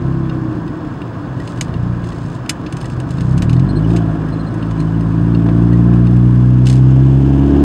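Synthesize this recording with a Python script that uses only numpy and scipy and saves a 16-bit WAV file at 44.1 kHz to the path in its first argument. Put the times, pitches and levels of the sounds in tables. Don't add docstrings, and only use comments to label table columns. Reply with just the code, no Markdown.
import sys
import numpy as np
from scipy import signal
from scipy.io import wavfile
from scipy.ndimage import uniform_filter1d

SR = 44100
rng = np.random.default_rng(int(sys.argv[2]) if len(sys.argv) > 2 else 0)


def generate_wav(signal):
    frames = np.transpose(np.atleast_2d(signal))
    scaled = np.clip(frames, -1, 1) * 32767
    pcm = np.round(scaled).astype(np.int16)
    wavfile.write(sys.argv[1], SR, pcm)


N = 336917
TIME = np.arange(N) / SR

# t/s, turns per second/Hz
ENGINE_SPEED = [(0.0, 33.12), (0.28, 33.19), (0.83, 25.07), (1.34, 21.17), (1.83, 30.13), (2.36, 26.78),
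                (2.75, 20.55), (2.99, 21.25), (3.46, 38.02), (3.92, 57.69), (4.15, 52.9), (4.67, 55.87),
                (4.8, 53.17), (5.0, 56.0), (5.12, 54.69), (5.3, 57.37), (5.42, 56.41), (6.56, 62.18),
                (7.64, 71.21)]
# t/s, relative level/dB
SHARPNESS = [(0, -3.5), (.85, 17), (1.8, -30), (3.05, -14.5), (3.9, 2.5), (4.5, 1), (5.55, 6.5),
             (6.15, 2.5), (7.15, 2), (7.6, 9)]
# f/Hz, relative density/dB
CONTACT_SPECTRUM = [(600, -38.5), (1500, 0), (2600, 8), (5000, 1.5), (8500, 1.5), (10500, -12.5),
                    (12500, -18), (15500, -44.5)]


def gain_of(db):
    return 10 ** (np.asarray(db) / 20)


def unit_rms(x):
    return x / np.sqrt(np.mean(x ** 2) + 1e-20)


def curve(rows, column=1):
    rows = np.array(rows)
    return np.interp(TIME, rows[:, 0], rows[:, column])


def spectrum_db(points, hz):
    f, db = np.transpose(points)
    return np.interp(np.log(hz + 1), np.log(f), db)


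def resonances_db(rows, hz):
    return sum(db / (1 + (2 * (hz - f) / width) ** 2) for f, width, db in rows)


def colour(x, shape, size=16384):
    log_gain = np.log(gain_of(shape(abs(np.fft.fftfreq(size, 1 / SR)))))
    response = np.exp(np.conj(signal.hilbert(log_gain)))
    impulse = np.fft.ifft(response).real[:size // 2]
    return signal.fftconvolve(x, impulse)[:len(x)]


def shelf(x, split_hz, treble_db):
    dull = signal.sosfiltfilt(signal.butter(3, split_hz, fs=SR, output="sos"), x, padtype=None)
    return dull + gain_of(treble_db) * (x - dull)


def noise(points):
    return unit_rms(colour(rng.standard_normal(N), lambda hz: spectrum_db(points, hz)))


def wander(per_s):
    knots = rng.standard_normal(N)
    return unit_rms(np.interp(TIME * per_s, np.arange(N), knots))


def add(mix, s, sound):
    part = mix[max(round(s * SR), 0):][:len(sound)]
    part += sound[:len(part)]


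def tyres(level_db=9, lumpy_db=0.45):
    # f/Hz, relative density/dB
    roar_spectrum = [(18, -35), (45, -5.5), (80, -3.5), (130, 7), (205, -2.5), (310, 2), (400, -9.5),
                     (850, -15.5), (1080, -12), (1350, -20), (1750, -20.5), (2050, -34.5), (5000, -42),
                     (9000, -58.5), (13000, -75.5)]
    # t/s, relative level/dB
    roar_level = [(0, -32.5), (2.6, -33.3), (3.9, -31.5), (6, -32.5), (7.1, -35), (7.64, -30.5)]
    return noise(roar_spectrum) * gain_of(curve(roar_level) + level_db + lumpy_db * wander(16))


def thuds(t60=0.058, rise_s=0.0012):
    # t/s, level/dB
    hits = [(1.612, -31), (3.424, -23), (5.462, -25), (5.487, -22), (7.432, -28)]
    t, out = np.arange(SR // 8) / SR, np.zeros(N)
    thud = noise([(200, -18), (550, 6.5), (1200, -4.5), (2500, -15), (6000, -27), (12000, -80)])
    for s, db in hits:
        envelope = np.minimum(t / rise_s, 1) * gain_of(db - 60 * t / t60)
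        add(out, s, thud[round(s * SR):][:len(t)] * envelope)
    return out


def hand_force(attack_s=.016, release_db_per_s=188.5, resting_db=-80):
    # t/s, length/s, level/dB
    strokes = [(1.358, 0.28, -54.5), (2.035, .31, -53), (2.754, 0.19, -55), (3.062, .27, -55),
               (3.862, 0.054, -48.5), (6.651, 0.06, -40)]
    force = gain_of(resting_db)
    for start, length, db in strokes:
        release_db = release_db_per_s * np.maximum(TIME - start - length, 0)
        force = force + np.clip((TIME - start) / attack_s, 0, 1) * gain_of(db - release_db)
    return force


def rustle(grain_db=5.0, catches_per_s=55, catch_db=9, ticks_per_s=12, tick_db=-51, catch_t60=0.023):
    # f/Hz, relative density/dB
    rub_spectrum = [(1200, -8), (2800, 3.5), (4500, 3.5), (6500, 4), (8800, -3), (10500, -17), (12500, -25),
                    (15000, -29.5)]
    force = hand_force()
    catches = (rng.random(N) < catches_per_s / SR) * gain_of(catch_db) * force
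    ticks = (rng.random(N) < ticks_per_s / SR) * gain_of(tick_db)
    decay = gain_of(-60 * np.arange(SR // 20) / SR / catch_t60)
    crackle = signal.fftconvolve((catches + ticks) * rng.uniform(.5, 1.2, N), decay)[:N]
    return noise(rub_spectrum) * (force * unit_rms(gain_of(grain_db * wander(400))) + crackle)


def squeaks(gap_s=.07, chirp_s=.037, jitter=0.018, arch=0.022, octave_db=-13):
    # t/s, length/s, f/Hz at the top of the arch, level/dB
    bouts = [(3.683, .11, 4210, -36.5), (3.831, .04, 2960, -40), (3.931, .25, 702, -28),
             (4.317, .18, 4160, -43), (4.72, .25, 2990, -48), (4.786, .04, 4180, -41)]
    out, shake = np.zeros(N), wander(980)
    swell = np.sin(np.linspace(0, np.pi, round(chirp_s * SR)))
    for start, length, hz, db in bouts:
        for s in np.arange(start, start + length, gap_s):
            pitch = hz * (1 + arch * (swell - 1) + jitter * shake[round(s * SR):][:len(swell)])
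            phase = 2 * np.pi * np.cumsum(pitch) / SR
            add(out, s, gain_of(db) * swell * (np.sin(phase) + gain_of(octave_db) * np.sin(2 * phase)))
    return out


def indicator(level_db=-35.5, bounce_t60=0.014, click_db=-3):
    # first closing t/s, first release t/s, period/s, cancelled t/s
    blink = (.2965, .6785, .7217, 6.2)
    # f/Hz, relative level/dB on closing, the same on release, t60/s
    modes = [(1916, -11.5, -4, 0.089), (2790, -5, -20, 0.034), (3070, -8, -13, 0.024),
             (3720, -9, -18, 0.038), (4330, -6.5, -9.5, 0.03), (5040, -7.5, -11.5, 0.035),
             (6300, -15.5, -14, .02), (8700, -21, -22, .015), (11400, -23, -9, .015)]
    t, out, grit = np.arange(SR // 8) / SR, np.zeros(N), noise(CONTACT_SPECTRUM)
    *firsts, period, cancelled = blink
    for side, first in enumerate(firsts):
        ring = sum(gain_of(dbs[side] - 60 * t / t60) * np.sin(2 * np.pi * hz * t)
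                   for hz, *dbs, t60 in modes)
        for s in np.arange(first, cancelled, period):
            bounce = grit[round(s * SR):][:len(t)] * gain_of(-60 * t / bounce_t60)
            body = signal.fftconvolve(bounce / np.linalg.norm(bounce), ring)[:len(t)]
            add(out, s, gain_of(level_db) * (body + gain_of(click_db) * bounce))
    return out


def rattles(treble_db=4.5, chatter_t60=0.025):
    # t/s, length/s, gap/s, first relative level/dB, fall per knock/dB
    runs = [(2.7243, .2, .0436, -30, 1.3), (6.668, .088, 0.029, -22, 4.5)]
    return [(s, db - k * fall_db, treble_db, chatter_t60)
            for start, length, gap, db, fall_db in runs
            for k, s in enumerate(np.arange(start, start + length, gap))]


def knocks(level_db=-1, ring_db=-3, rise_s=0.0025, lead_s=0.00085, tail_db=-17, tail_t60=0.081):
    # t/s, relative level/dB, treble lift/dB, chatter t60/s
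    hits = [(1.475, -31, -1, 0.018), (1.4914, -45, 13, .018), (1.5744, -37, 1, .02),
            (1.6101, -13, 7.5, 0.02), (1.6801, -43, .1, .022), (2.0406, -39, -5, 0.023),
            (2.4934, -10.5, 7, .032), (2.6624, -31, -14, 0.051), (2.9996, -32, 1, .017),
            (3.106, -33.5, 10, .028), (3.206, -31.5, 2, 0.053), (3.3772, -29.5, 5, 0.051),
            (3.4212, -23, 4.5, 0.011), (3.4951, -26.5, -0.5, 0.01), (3.5295, -29.5, -1, 0.018),
            (3.595, -33.5, -1, 0.017), (3.9615, -28, 2, 0.069), (4.54, -43, 14, .022), (4.71, -36, 0, .017),
            (4.802, -33, 3, .017), (5.937, -38, 0.5, .022), (6.167, -42.5, 4.5, .018)]
    # f/Hz, relative level/dB, t60/s
    modes = [(1780, -12, 0.027), (2060, -7, 0.044), (2784, -4, 0.049), (3023, 6.5, 0.029),
             (3500, -12, 0.018), (4260, -4, 0.068), (5190, 3.5, 0.027), (6000, 2, 0.028),
             (6650, 16.5, 0.0063), (7440, 1.5, 0.029), (8550, -7, .025), (9050, 0.5, 0.034),
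             (11500, -12, .036)]
    t = np.arange(SR // 8) / SR
    ring = sum(gain_of(db - 60 * t / t60) * np.sin(2 * np.pi * hz * t) for hz, db, t60 in modes)
    grit, out = noise(CONTACT_SPECTRUM), np.zeros(N)
    for s, db, treble_db, chatter_t60 in hits + rattles():
        decay = gain_of(-60 * t / chatter_t60) + gain_of(tail_db - 60 * t / tail_t60)
        blow = grit[round(s * SR):][:len(t)] * np.minimum(t / rise_s, 1) ** 2 * decay
        plastic = gain_of(ring_db) * unit_rms(signal.fftconvolve(blow, ring)[:len(t)])
        knock = shelf(unit_rms(blow) + plastic, split_hz=5500, treble_db=treble_db)
        loudest_rms = np.sqrt(uniform_filter1d(knock ** 2, size=128).max())
        add(out, s - lead_s, gain_of(db + level_db) * knock / loudest_rms)
    return out


def gears():
    # t/s, f/Hz, level/dB
    mesh = [(0, 343.7, -30), (.3, 326, -24), (.52, 314, -25.5), (.66, 308, -34), (.82, 311, -28),
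            (1, 300, -59)]
    phase = 2 * np.pi * np.cumsum(curve(mesh)) / SR
    return gain_of(curve(mesh, 2)) * np.sqrt(2) * np.sin(phase)


def rev_octaves(cruise_turns_per_s=60):
    return np.log2(curve(ENGINE_SPEED) / cruise_turns_per_s)


def load_db(db_per_octave=12.5):
    # t/s, relative level/dB
    throttle = [(0.0, -2), (0.59, -8.5), (0.8, -20), (1.4, -7), (1.55, -11.3), (1.7, -4), (1.92, -1),
                (2.36, -13), (2.5, -28), (2.66, -10), (3.36, 2.2), (3.93, -6), (4.53, -14.5), (4.78, -9),
                (5.84, -4), (6.68, -7), (7.64, -3.5)]
    return curve(throttle) + db_per_octave * rev_octaves()


def throb(turns, depth):
    return 1 + depth * np.cos(2 * np.pi * (turns - .15))


def fizz(turns):
    # t/s, level/dB
    swell = [(2.6, -81), (3.6, -67), (4.4, -69), (5.5, -66), (6.1, -70), (7.64, -68.5)]
    band = noise([(7700, -37.5), (8450, -1.5), (8750, -12.0), (9300, -43.5)])
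    return band * gain_of(curve(swell)) * throb(turns, depth=0.81)


def valve_hiss(turns, air_db=-52.0, valves_db=-53.5, db_per_octave=30, grain_db=2.0):
    # f/Hz, relative density/dB
    hiss_spectrum = [(900, -24), (2000, 6.5), (2800, 8.5), (4000, -3.5), (6500, 0), (8700, -11),
                     (10500, -18), (15000, -30)]
    level = np.hypot(gain_of(air_db), gain_of(valves_db + db_per_octave * rev_octaves()))
    hiss = noise(hiss_spectrum) * level * throb(turns, depth=0.069)
    return hiss * unit_rms(gain_of(grain_db * wander(350)))


def intake(turns):
    # f/Hz, relative density/dB
    roar_spectrum = [(150, -31.5), (330, 23), (520, -2.5), (700, 4.5), (900, 0), (1500, -55.5), (3000, -15),
                     (6000, -57)]
    # t/s, level/dB
    inhaling = [(2.6, -58), (3.95, -25), (4.3, -39.5), (5.1, -43), (5.45, -30), (6.3, -37.5), (6.9, -27.5),
                (7.64, -21.5)]
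    return noise(roar_spectrum) * gain_of(curve(inhaling)) * throb(turns, depth=0.71)


def airbox_growl(turns, level_db=-17, waver=0.16):
    # f/Hz, gain/dB
    airbox = [(120, -49.5), (230, -21), (290, -7), (325, -12), (380, -36), (600, -60)]
    half_orders = sum(np.cos(2 * np.pi * (k + .5) * turns) for k in range(2, 8))
    gulps = half_orders * (1 + waver * wander(14)) * gain_of(load_db() + curve(SHARPNESS) + level_db)
    return 2 * colour(gulps, lambda hz: spectrum_db(airbox, hz))


def swept_pulses(turns, orders=17, lead_s=0.00509, delay_s_per_hz=3.2e-5):
    speed, wave = curve(ENGINE_SPEED), np.zeros(N)
    for k in range(1, orders + 1):
        hz = k * speed
        wave += np.cos(2 * np.pi * (k * turns + hz * (lead_s - delay_s_per_hz * hz / 2)))
    return np.sqrt(2) * wave


def exhaust(turns, level_db=-1.42, uneven=0.34, limp=0.073, puff_db=-3, puff_turns=0.72,
            rough_loaded=0.11, light_load_db=-18.5, rough_per_db=0.1):
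    # f/Hz, gain/dB
    cabin_path = [(15, -49), (30, -25), (50, -16), (72, -12), (102, -13.5), (129, 2.5), (157, -5),
                  (180, -7), (212, -21), (245, -16.5), (285, -16.5), (335, -24), (372, -29), (400, -36.5),
                  (450, -44.5), (800, -59.5)]
    # f/Hz, width/Hz, gain/dB
    seat_node = [(142.5, 11, -17)]
    load = load_db()
    roughness = np.clip(rough_loaded + rough_per_db * np.maximum(light_load_db - load, 0), 0, 1)
    firing = np.round(turns).astype(int)
    strength = 1 + uneven * roughness * rng.standard_normal(N)[firing] + limp * (-1.) ** firing
    puffs = unit_rms(np.exp(-(turns % 1) / puff_turns)) * rng.standard_normal(N)
    puffs *= np.sqrt(SR / 2 / curve(ENGINE_SPEED))
    gas = strength * swept_pulses(turns) + gain_of(puff_db) * roughness * puffs
    driven = shelf(gas * gain_of(load + level_db), split_hz=255, treble_db=curve(SHARPNESS))
    muffled = signal.sosfilt(signal.butter(4, 900, fs=SR, output="sos"), driven)
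    return colour(muffled, lambda hz: spectrum_db(cabin_path, hz) + resonances_db(seat_node, hz))


def scene():
    # f/Hz, width/Hz, gain/dB
    dashboard = [(676, 21, 5.5), (847, 61, -2), (986, 110, 1), (1324, 47, 4), (1470, 70, -1.5),
                 (1489, 21, 10), (1631, 34, 6), (2980, 120, 0), (3200, 180, -1), (3430, 82, 5.5),
                 (5275, 160, 7.5), (5666, 500, -11.5), (6600, 230, -3.5), (6980, 110, -10)]
    turns = np.cumsum(curve(ENGINE_SPEED)) / SR + .3
    engine = exhaust(turns) + airbox_growl(turns) + intake(turns) + valve_hiss(turns) + fizz(turns)
    cabin = engine + gears() + tyres() + thuds() + knocks() + rustle() + squeaks() + indicator()
    return colour(cabin, lambda hz: resonances_db(dashboard, hz))[None]


def record(dry, ceiling=0.98, whine_hz=15670, whine_db=-77, edge_hz=15900):
    rounded = dry / (1 + (dry / ceiling) ** 8) ** (1 / 8)
    whine = gain_of(whine_db) * np.sin(2 * np.pi * whine_hz * TIME)
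    lowpass = signal.firwin(511, edge_hz, window=("kaiser", 9), fs=SR)
    return signal.oaconvolve(rounded + whine, lowpass[None], "same")


dry = scene()
out = record(dry)
generate_wav(out)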